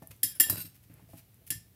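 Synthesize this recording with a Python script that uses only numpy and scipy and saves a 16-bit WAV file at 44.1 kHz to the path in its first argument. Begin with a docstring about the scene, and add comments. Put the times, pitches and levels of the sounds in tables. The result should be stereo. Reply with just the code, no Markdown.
"""Two steel forks toss chopped vegetables in a ceramic bowl: tines clink on the bowl three times, bouncing,
and once the forks clash; each contact is a sum of damped modes with a noise crack, chatter and shimmer.
Scrapes are stick-slip noise through the modes of bowl or fork, and a faint gliding tone sounds between.
Wet pieces rustle and tick as shaped noise, and cushioned blows ring low modes.
A small hard room answers in decaying noise; the counter thuds under the bowl over a steady room tone."""
import sys
import numpy as np
from scipy import signal
from scipy.fft import rfft, irfft, next_fast_len
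from scipy.io import wavfile
from scipy.ndimage import uniform_filter1d

SR = 44100
rng = np.random.default_rng(int(sys.argv[2]) if len(sys.argv) > 2 else 0)


def store_pcm(level_fs):
    """Save levels as 16-bit WAV."""
    pcm = np.round(np.clip(level_fs, -1, 1) * 32767).astype(np.int16)
    wavfile.write(sys.argv[1], SR, np.atleast_2d(pcm).T)


N = 77175
T = np.arange(SR // 2) / SR  # time axis of one event, s

# modes of the bowl: f/Hz, level struck on the wall/dB, level struck at the base/dB, t60/s
BOWL_MODES = [(1777, -16.5, -12.5, 0.22), (2040, -19, -18.5, 0.1), (2809, -29, -11.5, 0.13),
              (3280, -11, -14.5, .13), (3766, -24, -17.5, 0.16), (4420, -23.5, -22, 0.1),
              (5266, -9, -11, 0.098), (7357, -9.5, -5, 0.088), (8620, -18.5, -12.5, .11),
              (9680, -14.5, -3.5, 0.12), (10070, 4, -4.5, .09), (10400, -8.5, -4.5, 0.15),
              (10740, -11, -7, 0.082), (11430, -13.5, -9.5, .11), (12440, -0.5, -3.5, .13),
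              (13000, -8.5, -11, .1), (14650, -10, -9, 0.11), (14780, -5, -7.5, .12)]
# modes of a fork: f/Hz, level/dB, t60/s
FORK_MODES = [(1453, -11.5, 0.075), (2745, -1, 0.019), (3995, -4.5, 0.11), (4730, -1.5, 0.069),
              (5320, -6.5, 0.031), (6500, -6.5, 0.029), (8290, -2.5, 0.081), (9040, -0.5, 0.06),
              (9970, -3.5, .04), (11560, 3, 0.064), (13300, 8, 0.051), (13630, -1.5, 0.047),
              (14870, -2.5, .04)]
# noise spectrum of a hard contact: f/Hz, level/dB
CRACK_SPECTRUM = [(300, -15.5), (800, -31), (1300, -21.5), (2000, -4), (4200, -10.5), (5300, 2),
                  (6200, -13.5), (7300, 0), (8200, -4), (10200, -1), (13000, 2.5), (15500, -15)]

RING_ATTACK_S = 0.0003
STEREO_HALFWAY_HZ = 450  # where the ports are halfway from alike to fully apart


def clinks():
    """Impact excitation: where a tine strikes the bowl sets how strongly each mode rings."""
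    # tine on bowl: t/s, level/dB, brightness/(dB/octave), crack/dB, depth (0 wall to 1 base), t60 factor
    bowl_hits = [(0.2311, -18, 2, -5.5, 0.1, 0.68), (.2338, -16.5, 1.5, -4.5, 0.055, 0.4),
                 (0.2458, -27.5, -1, -7, 0.27, 0.78), (0.399, -13, 4.5, -0.5, 0.96, 0.59),
                 (0.4028, -15.5, 0.5, -4.5, 0.84, 0.7), (0.4065, -19, -1.5, -1, 0.74, 1),
                 (.437, -28.5, -2.5, -6.5, .9, .8), (1.5043, -25, 0.5, 3.5, 1, 0.44),
                 (1.5079, -26, 0.5, 0.5, 1, 0.54), (1.522, -44.5, -5, 8, 0.84, .8)]
    out = np.zeros((2, N))
    hz, wall_db, base_db, t60 = np.transpose(BOWL_MODES)
    for s, db, tilt_db, crack_db, depth, sustain in bowl_hits:
        mode_db = wall_db + depth * (base_db - wall_db)
        modes = np.transpose([hz, mode_db, t60 * sustain])
        add(out, s, amp(db) * contact(modes, tilt_db, crack_db))
    return out


def clashes():
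    """Impact excitation of fork against fork: the damped modes of the steel."""
    # fork on fork: t/s, level/dB, brightness/(dB/octave), crack/dB
    fork_hits = [(0.4983, -21.5, 8, 7.5), (0.5005, -20.5, 6, -4), (0.57, -38.5, -3.5, -13),
                 (.603, -42.5, -4.5, 4), (0.6136, -33.5, 4.5, -16)]
    out = np.zeros((2, N))
    for s, db, tilt_db, crack_db in fork_hits:
        add(out, s, amp(db) * contact(FORK_MODES, tilt_db, crack_db))
    return out


def contact(modes, tilt_db, crack_db):
    """Hard contact: broadband crack, modal ringing, chatter that blurs each mode, and shimmering steel."""
    ring_db, chatter_db, shimmer_db = 4, -4, -5.5
    chatter_life = 0.9  # chatter t60 over the mean t60 of the modes
    crack_t60_s = 0.022
    body = ring(twins(modes), tilt_db, RING_ATTACK_S)
    chatter_t60_s = chatter_life * np.mean(modes, axis=0)[2]
    chatter = resonant(diffuse(len(T)), modes, tilt_db, width_hz=70) * fade(chatter_t60_s)
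    crack = burst(CRACK_SPECTRUM, crack_t60_s, tilt_db)
    out = amp(ring_db) * body + amp(chatter_db) * chatter
    return out + amp(shimmer_db) * shimmer(tilt_db, count=45) + amp(crack_db) * crack


def twins(modes):
    """Beating of near-degenerate modes: each mode gains a weaker twin close in frequency."""
    spread, twin_db = 0.012, -5.5  # relative detuning scale, twin level
    hz, db, t60 = np.transpose(modes)
    twin_hz = hz * (1 + spread * rng.uniform(-1.1, 1, len(hz)))
    return np.vstack([modes, np.transpose([twin_hz, db + twin_db, t60])])


def shimmer(tilt_db, count):
    """High modal density: a cloud of faint modes, drawn anew for each contact."""
    low_hz, high_hz = 3594, 15230
    median_t60_s = 0.125
    hz = low_hz + (high_hz - low_hz) * (np.arange(count) + rng.random(count)) / count
    db = along(CRACK_SPECTRUM, hz) + rng.normal(0, 2.6, count)
    t60 = median_t60_s * np.exp(rng.normal(0, 0.035, count))
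    return ring(np.transpose([hz, db, t60]), tilt_db, RING_ATTACK_S)


def ring(modes, tilt_db, attack_s):
    """Modal superposition: a harder contact favours high modes, whose phases at the two ports drift apart with
    frequency, up to about 90."""
    hz, db, t60 = np.transpose(modes)[:, :, None]
    gain = amp(db + tilt_db * np.log2(hz))
    side = np.array([-1, 1])[:, None, None] * rng.choice([-1, 1], hz.shape)
    apart = side * stereo_angle(hz)
    phase = 2 * np.pi * (hz * T + rng.random(hz.shape)) + apart
    waves = np.sin(phase) * fade(t60)
    return (gain / np.linalg.norm(gain) * waves).sum(1) * (1 - np.exp(-T / attack_s))


def resonant(x, modes, tilt_db, width_hz):
    """Forced resonance: x through a body's modes, widened by the touch of the fork, at rms 1."""
    def response(f):
        total = 0
        for k, (hz, db, *_) in enumerate(modes):
            damping = 1j * f * width_hz
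            gain = (-1) ** k * amp(db + tilt_db * np.log2(hz))  # neighbours alternate in sign
            total = total + gain * damping / (hz * hz - f * f + damping)
        return total
    return unit(filtered(x, response))


def burst(spectrum, t60, tilt_db=0):
    """Transient contact noise: a coloured spectrum under exponential decay."""
    return coloured(diffuse(len(T)), spectrum, tilt_db) * fade(t60)


def scrapes():
    """Stick-slip friction: slips ring bowl or fork, and contact pressure detunes the modes."""
    # tine gliding down the wall: t/s, hold end after t/s, level/dB, brightness/(dB/octave)
    wall_glides = [(.268, .055, -47, 1.5), (.345, .024, -46, 1), (.455, 0.066, -44, -2.5)]
    # fork dragged over the glaze: t/s, hold end after t/s, level/dB, brightness/(dB/octave)
    fork_drags = [(.515, 0.084, -45, -2), (.57, 0.049, -39.5, 1.5), (.645, 0.02, -45.5, 1)]
    # dry grit beside the modes: f/Hz, level/dB
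    grit_spectrum = [(300, -2), (1000, -10), (2200, -5), (6600, -10.5), (12900, -3.5), (15500, -5)]
    detune = 0.018  # greatest relative shift of a mode
    out = np.zeros((2, N))
    for rows, modes, grit_db in (wall_glides, BOWL_MODES, -4.5), (fork_drags, FORK_MODES, -6.5):
        for s, length, db, tilt_db in rows:
            slips = stick_slip()
            pressed = [(hz * (1 + detune * rng.uniform(-1, 1)), level) for hz, level, *_ in modes]
            body = resonant(slips, pressed, tilt_db, width_hz=160)
            grit = coloured(slips, grit_spectrum, tilt_db)
            add(out, s, amp(db) * stroke_shape(length) * (body + amp(grit_db) * grit))
    return out


def stick_slip():
    """Relaxation oscillation: steel catches and lets go unevenly, each release a tiny noise burst."""
    slips_per_s, spread_db, slip_t60_s = 650, 4.5, 0.008  # mean rate, level deviation, decay
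    at = np.cumsum(rng.uniform(.3, 1.7, 400)) * SR / slips_per_s
    kick_sizes = amp(spread_db * rng.standard_normal(len(at)))
    kicks = np.bincount(at.astype(int), kick_sizes, len(T))[:len(T)]
    envelope = signal.fftconvolve(kicks, fade(slip_t60_s))[:len(T)]
    return diffuse(len(T)) * envelope


def stroke_shape(length):
    """Amplitude envelope: a stroke swells, holds until length and dies exponentially."""
    attack_s, release_s = 0.006, 0.009  # linear rise time, decay time constant
    return np.minimum(T / attack_s, 1) * np.exp(-np.maximum(T - length, 0) / release_s)


def slide():
    """Frequency modulation: a faint, rough tone of inharmonic partials wanders lower as the tine slides."""
    # course of the tone: t/s, f/Hz, level/dB
    pitch_course = [(0.252, 1750, -71.5), (0.277, 1704, -61.5), (0.317, 1736, -59.5), (0.367, 1523, -61),
                    (0.388, 1500, -75)]
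    # partials: multiple of f, level/dB
    partials = [(1, -4), (1.44, -7), (1.92, -5.5), (3.1, -7.5)]
    rough_rad = 0.14  # rms phase wander, before the partial's multiple
    s, hz, db = np.transpose(pitch_course)
    t = np.arange(N) / SR
    phase = 2 * np.pi * np.cumsum(np.interp(t, s, hz)) / SR
    tone = np.zeros(N)
    for multiple, level in partials:
        waver = rough_rad * unit(uniform_filter1d(rng.standard_normal(N), size=150))
        tone += amp(level) * np.sin(multiple * (phase + waver))
    return tone * np.interp(t, s, amp(db), left=0, right=0)


def rustles():
    """Granular friction: wet pieces slide over each other in dense random slips."""
    # strokes: t/s, hold end after t/s, level/dB, brightness/(dB/octave)
    rustle_strokes = [(.02, 0.009, -51.5, -0.5), (.105, 0.0088, -46, -2.5), (.74, 0.027, -60, -1),
                      (.825, 0.019, -62.5, -1), (.89, 0.14, -64, -7), (1.085, 0.11, -59.5, 0),
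                      (1.165, 0.031, -52, -0.5), (1.464, 0.014, -45, 1.5)]
    # spectrum of wet slips: f/Hz, level/dB
    rustle_spectrum = [(300, -6), (1000, -11), (2600, 1.5), (3600, -4.5), (5200, -2), (6500, -3.5),
                       (9000, -0.5), (12000, 7), (15500, 0)]
    grains_per_s, spread_db = 3000, 2.5
    out = np.zeros((2, N))
    for s, length, db, tilt_db in rustle_strokes:
        hits = rng.random(len(T)) < grains_per_s / SR
        sizes = amp(spread_db * rng.standard_normal(len(T)))
        slips = hits * sizes * diffuse(len(T))
        add(out, s, amp(db) * stroke_shape(length) * coloured(slips, rustle_spectrum, tilt_db))
    return out


def ticks():
    """Sudden release: wet pieces snap apart in short noise bursts."""
    # single ticks: t/s, level/dB
    tick_events = [(.0728, -37.5), (.164, -51.5), (.755, -50), (.94, -46.5), (1.344, -49.5)]
    # spectrum of a tick: f/Hz, level/dB
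    tick_spectrum = [(1000, -20), (4000, -32.5), (9000, -2), (13000, 7), (15500, -11)]
    out = np.zeros((2, N))
    for s, db in tick_events:
        add(out, s, amp(db) * burst(tick_spectrum, t60=0.0124))
    return out


def knocks():
    """Cushioned impact: soft blows through the salad wake only low modes of the bowl, with a puff of noise."""
    # blows: t/s, level/dB, brightness/(dB/octave), puff/dB
    soft_blows = [(.0215, -50.5, -8, 5.5), (.403, -51.5, 4, 15.5), (.499, -48.5, 8, 22.5),
                  (.527, -56, -9.5, 12.5), (.572, -59.5, 4, 11.5), (.995, -70.5, 0, 13),
                  (1.09, -59, -15, 1), (1.134, -53, -9, 5), (1.415, -64.5, -31, 1.5)]
    # modes under a cushioned blow: f/Hz, level/dB, t60/s
    cushioned_modes = [(660, 4.5, 0.24), (815, -4, 0.12), (1260, -9.5, .05), (1780, 4.5, 0.22)]
    # spectrum of the puff: f/Hz, level/dB
    puff_spectrum = [(100, 6), (300, -9), (800, 6), (1600, -5), (3000, -23.5), (9000, -29.5)]
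    out = np.zeros((2, N))
    for s, db, tilt_db, puff_db in soft_blows:
        body = ring(cushioned_modes, tilt_db, RING_ATTACK_S)
        puff = burst(puff_spectrum, 0.051, tilt_db)
        add(out, s, amp(db) * (body + amp(puff_db) * puff))
    return out


def thuds():
    """Structure-borne sound: the counter's low modes boom when the bowl is pushed down."""
    # pushes: t/s, level/dB, brightness/(dB/octave)
    pushes = [(0.019, -44, 5.5), (0.1, -45, -5), (.233, -38.5, 6.5), (0.36, -59, 9), (0.403, -36.5, 15),
              (0.464, -47, -2), (0.501, -32.5, -1), (0.5271, -32.5, 0), (0.574, -39, 2.5),
              (0.646, -44.5, 3), (0.899, -47, 2), (.94, -46.5, -11.5), (1.021, -47.5, -1),
              (1.1, -50.5, -7.5), (1.137, -43, 6), (1.412, -61, 14), (1.505, -40, 4.5), (1.556, -40.5, -12)]
    # modes of the counter: f/Hz, level/dB, t60/s
    counter_modes = [(61.7, -14.5, .2), (106.3, 1.5, 0.19), (167, -5.5, 0.25), (255.5, -9.5, 0.18),
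                     (303.4, -7.5, 0.11), (561, -21.5, 0.058)]
    out = np.zeros((2, N))
    for s, db, tilt_db in pushes:
        add(out, s, amp(db) * ring(counter_modes, tilt_db, attack_s=0.001207))
    return out


def kitchen(x):
    """Reverberation: direct sound plus a diffuse tail whose decay time depends on frequency."""
    # decay of the room: f/Hz, t60/s
    room_decay = [(150, 0.18), (1500, 0.25), (5000, 0.3), (14000, 0.19)]
    tail_db, onset_s = -8.5, 0.0046
    hz, t, z = signal.stft(diffuse(len(T)), SR, nperseg=256)
    decay = np.exp(-np.log(1000) * t / along(room_decay, hz)[:, None])
    tail = signal.istft(z * decay, SR, nperseg=256)[1][:, :len(T)]
    tail = unit(tail * (1 - np.exp(-T / onset_s))) / np.sqrt(len(T))
    return x + amp(tail_db) * signal.fftconvolve(x, tail, axes=1)[:, :N]


def room_tone():
    """Stationary background noise: a low hum and a hiss, each with a fixed spectrum."""
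    # hum: f/Hz, density/(dB per Hz)
    hum_spectrum = [(25, -29), (45, -9), (65, -4), (105, 0.5), (200, -13), (400, -22), (1000, -31.5),
                    (3000, -33.5)]
    # hiss: f/Hz, density/(dB per Hz)
    hiss_spectrum = [(500, -6), (1000, -12.5), (2200, -5), (4000, -6.5), (7000, -15), (10000, -5.5),
                     (12500, 1), (15500, -2)]
    hum = coloured(diffuse(N), hum_spectrum)
    hiss = coloured(diffuse(N), hiss_spectrum)
    return amp(-60.5) * hum + amp(-64.5) * hiss


def amp(db):
    """Decibel definition: level to amplitude ratio."""
    return 10 ** (np.asarray(db) / 20)


def unit(x):
    """Normalisation to rms 1."""
    return x / np.sqrt(np.mean(x ** 2) + 1e-20)


def along(points, hz):
    """Interpolation of (f, value) points on a logarithmic frequency axis."""
    f, v = np.transpose(points)
    return np.interp(np.log(hz + 1), np.log(f + 1), v)


def fade(t60):
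    """Exponential decay by 60 dB in t60."""
    return np.exp(-np.log(1000) * T / t60)


def add(track, s, x):
    """Linear superposition: mix x into the track at time s."""
    i = max(round(s * SR), 0)
    track[..., i:i + x.shape[-1]] += x[..., :N - i]


def filtered(x, response):
    """Linear filtering: the spectrum of x times a response of frequency."""
    n = x.shape[-1]
    m = next_fast_len(n + 8192)
    return irfft(rfft(x, m) * response(np.fft.rfftfreq(m, 1 / SR)), m)[..., :n]


def coloured(x, spectrum, tilt_db=0):
    """Spectral shaping: x with a spectrum and a tilt per octave above 500 Hz, at rms 1."""
    def response(hz):
        octaves = np.log2(np.maximum(hz, 500) / 500)
        return amp(along(spectrum, hz) + tilt_db * octaves)
    return unit(filtered(x, response))


def stereo_angle(hz):
    """Frequency-dependent separation: the angle grows from 0 in the bass towards pi/4 in the treble."""
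    return np.pi / 4 * hz / (hz + STEREO_HALFWAY_HZ)


def diffuse(size):
    """Diffuse-field coherence: stereo noise alike in the bass, nearly unrelated in the treble."""
    noise = rng.standard_normal((2, size))
    mid, side = filtered(noise, lambda hz: np.array([np.cos(stereo_angle(hz)), np.sin(stereo_angle(hz))]))
    return np.array([mid + side, mid - side])


def scene():
    """Superposition: forks, bowl and salad excite the room; counter thuds and room tone join directly."""
    forks = clinks() + clashes() + scrapes() + slide()
    salad = rustles() + ticks() + knocks()
    return kitchen(forks + salad) + thuds() + room_tone()


def record(dry):
    """Two-port reception: level and delay differences between ports, then a band limit at both ends."""
    # level difference: f/Hz, left minus right/dB
    port_balance = [(100, 1.6), (280, -1.5), (1000, -0.1), (2500, 0), (5000, -1), (9000, -1), (13000, 1)]
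    lag_s = 0.00011  # left behind right
    low_cut_hz, top_hz = 48, 15650
    sides = np.array([[.5], [-.5]])

    def port_response(hz):
        level = amp(along(port_balance, hz) * sides)
        return level * np.exp(-2j * np.pi * hz * lag_s * sides)

    def band_limit(hz):
        bass_cut = hz ** 4 / (hz ** 4 + low_cut_hz ** 4)
        return bass_cut / np.sqrt(1 + (hz / top_hz) ** 160)

    return filtered(filtered(dry, port_response), band_limit)


dry = scene()
out = record(dry)
store_pcm(out)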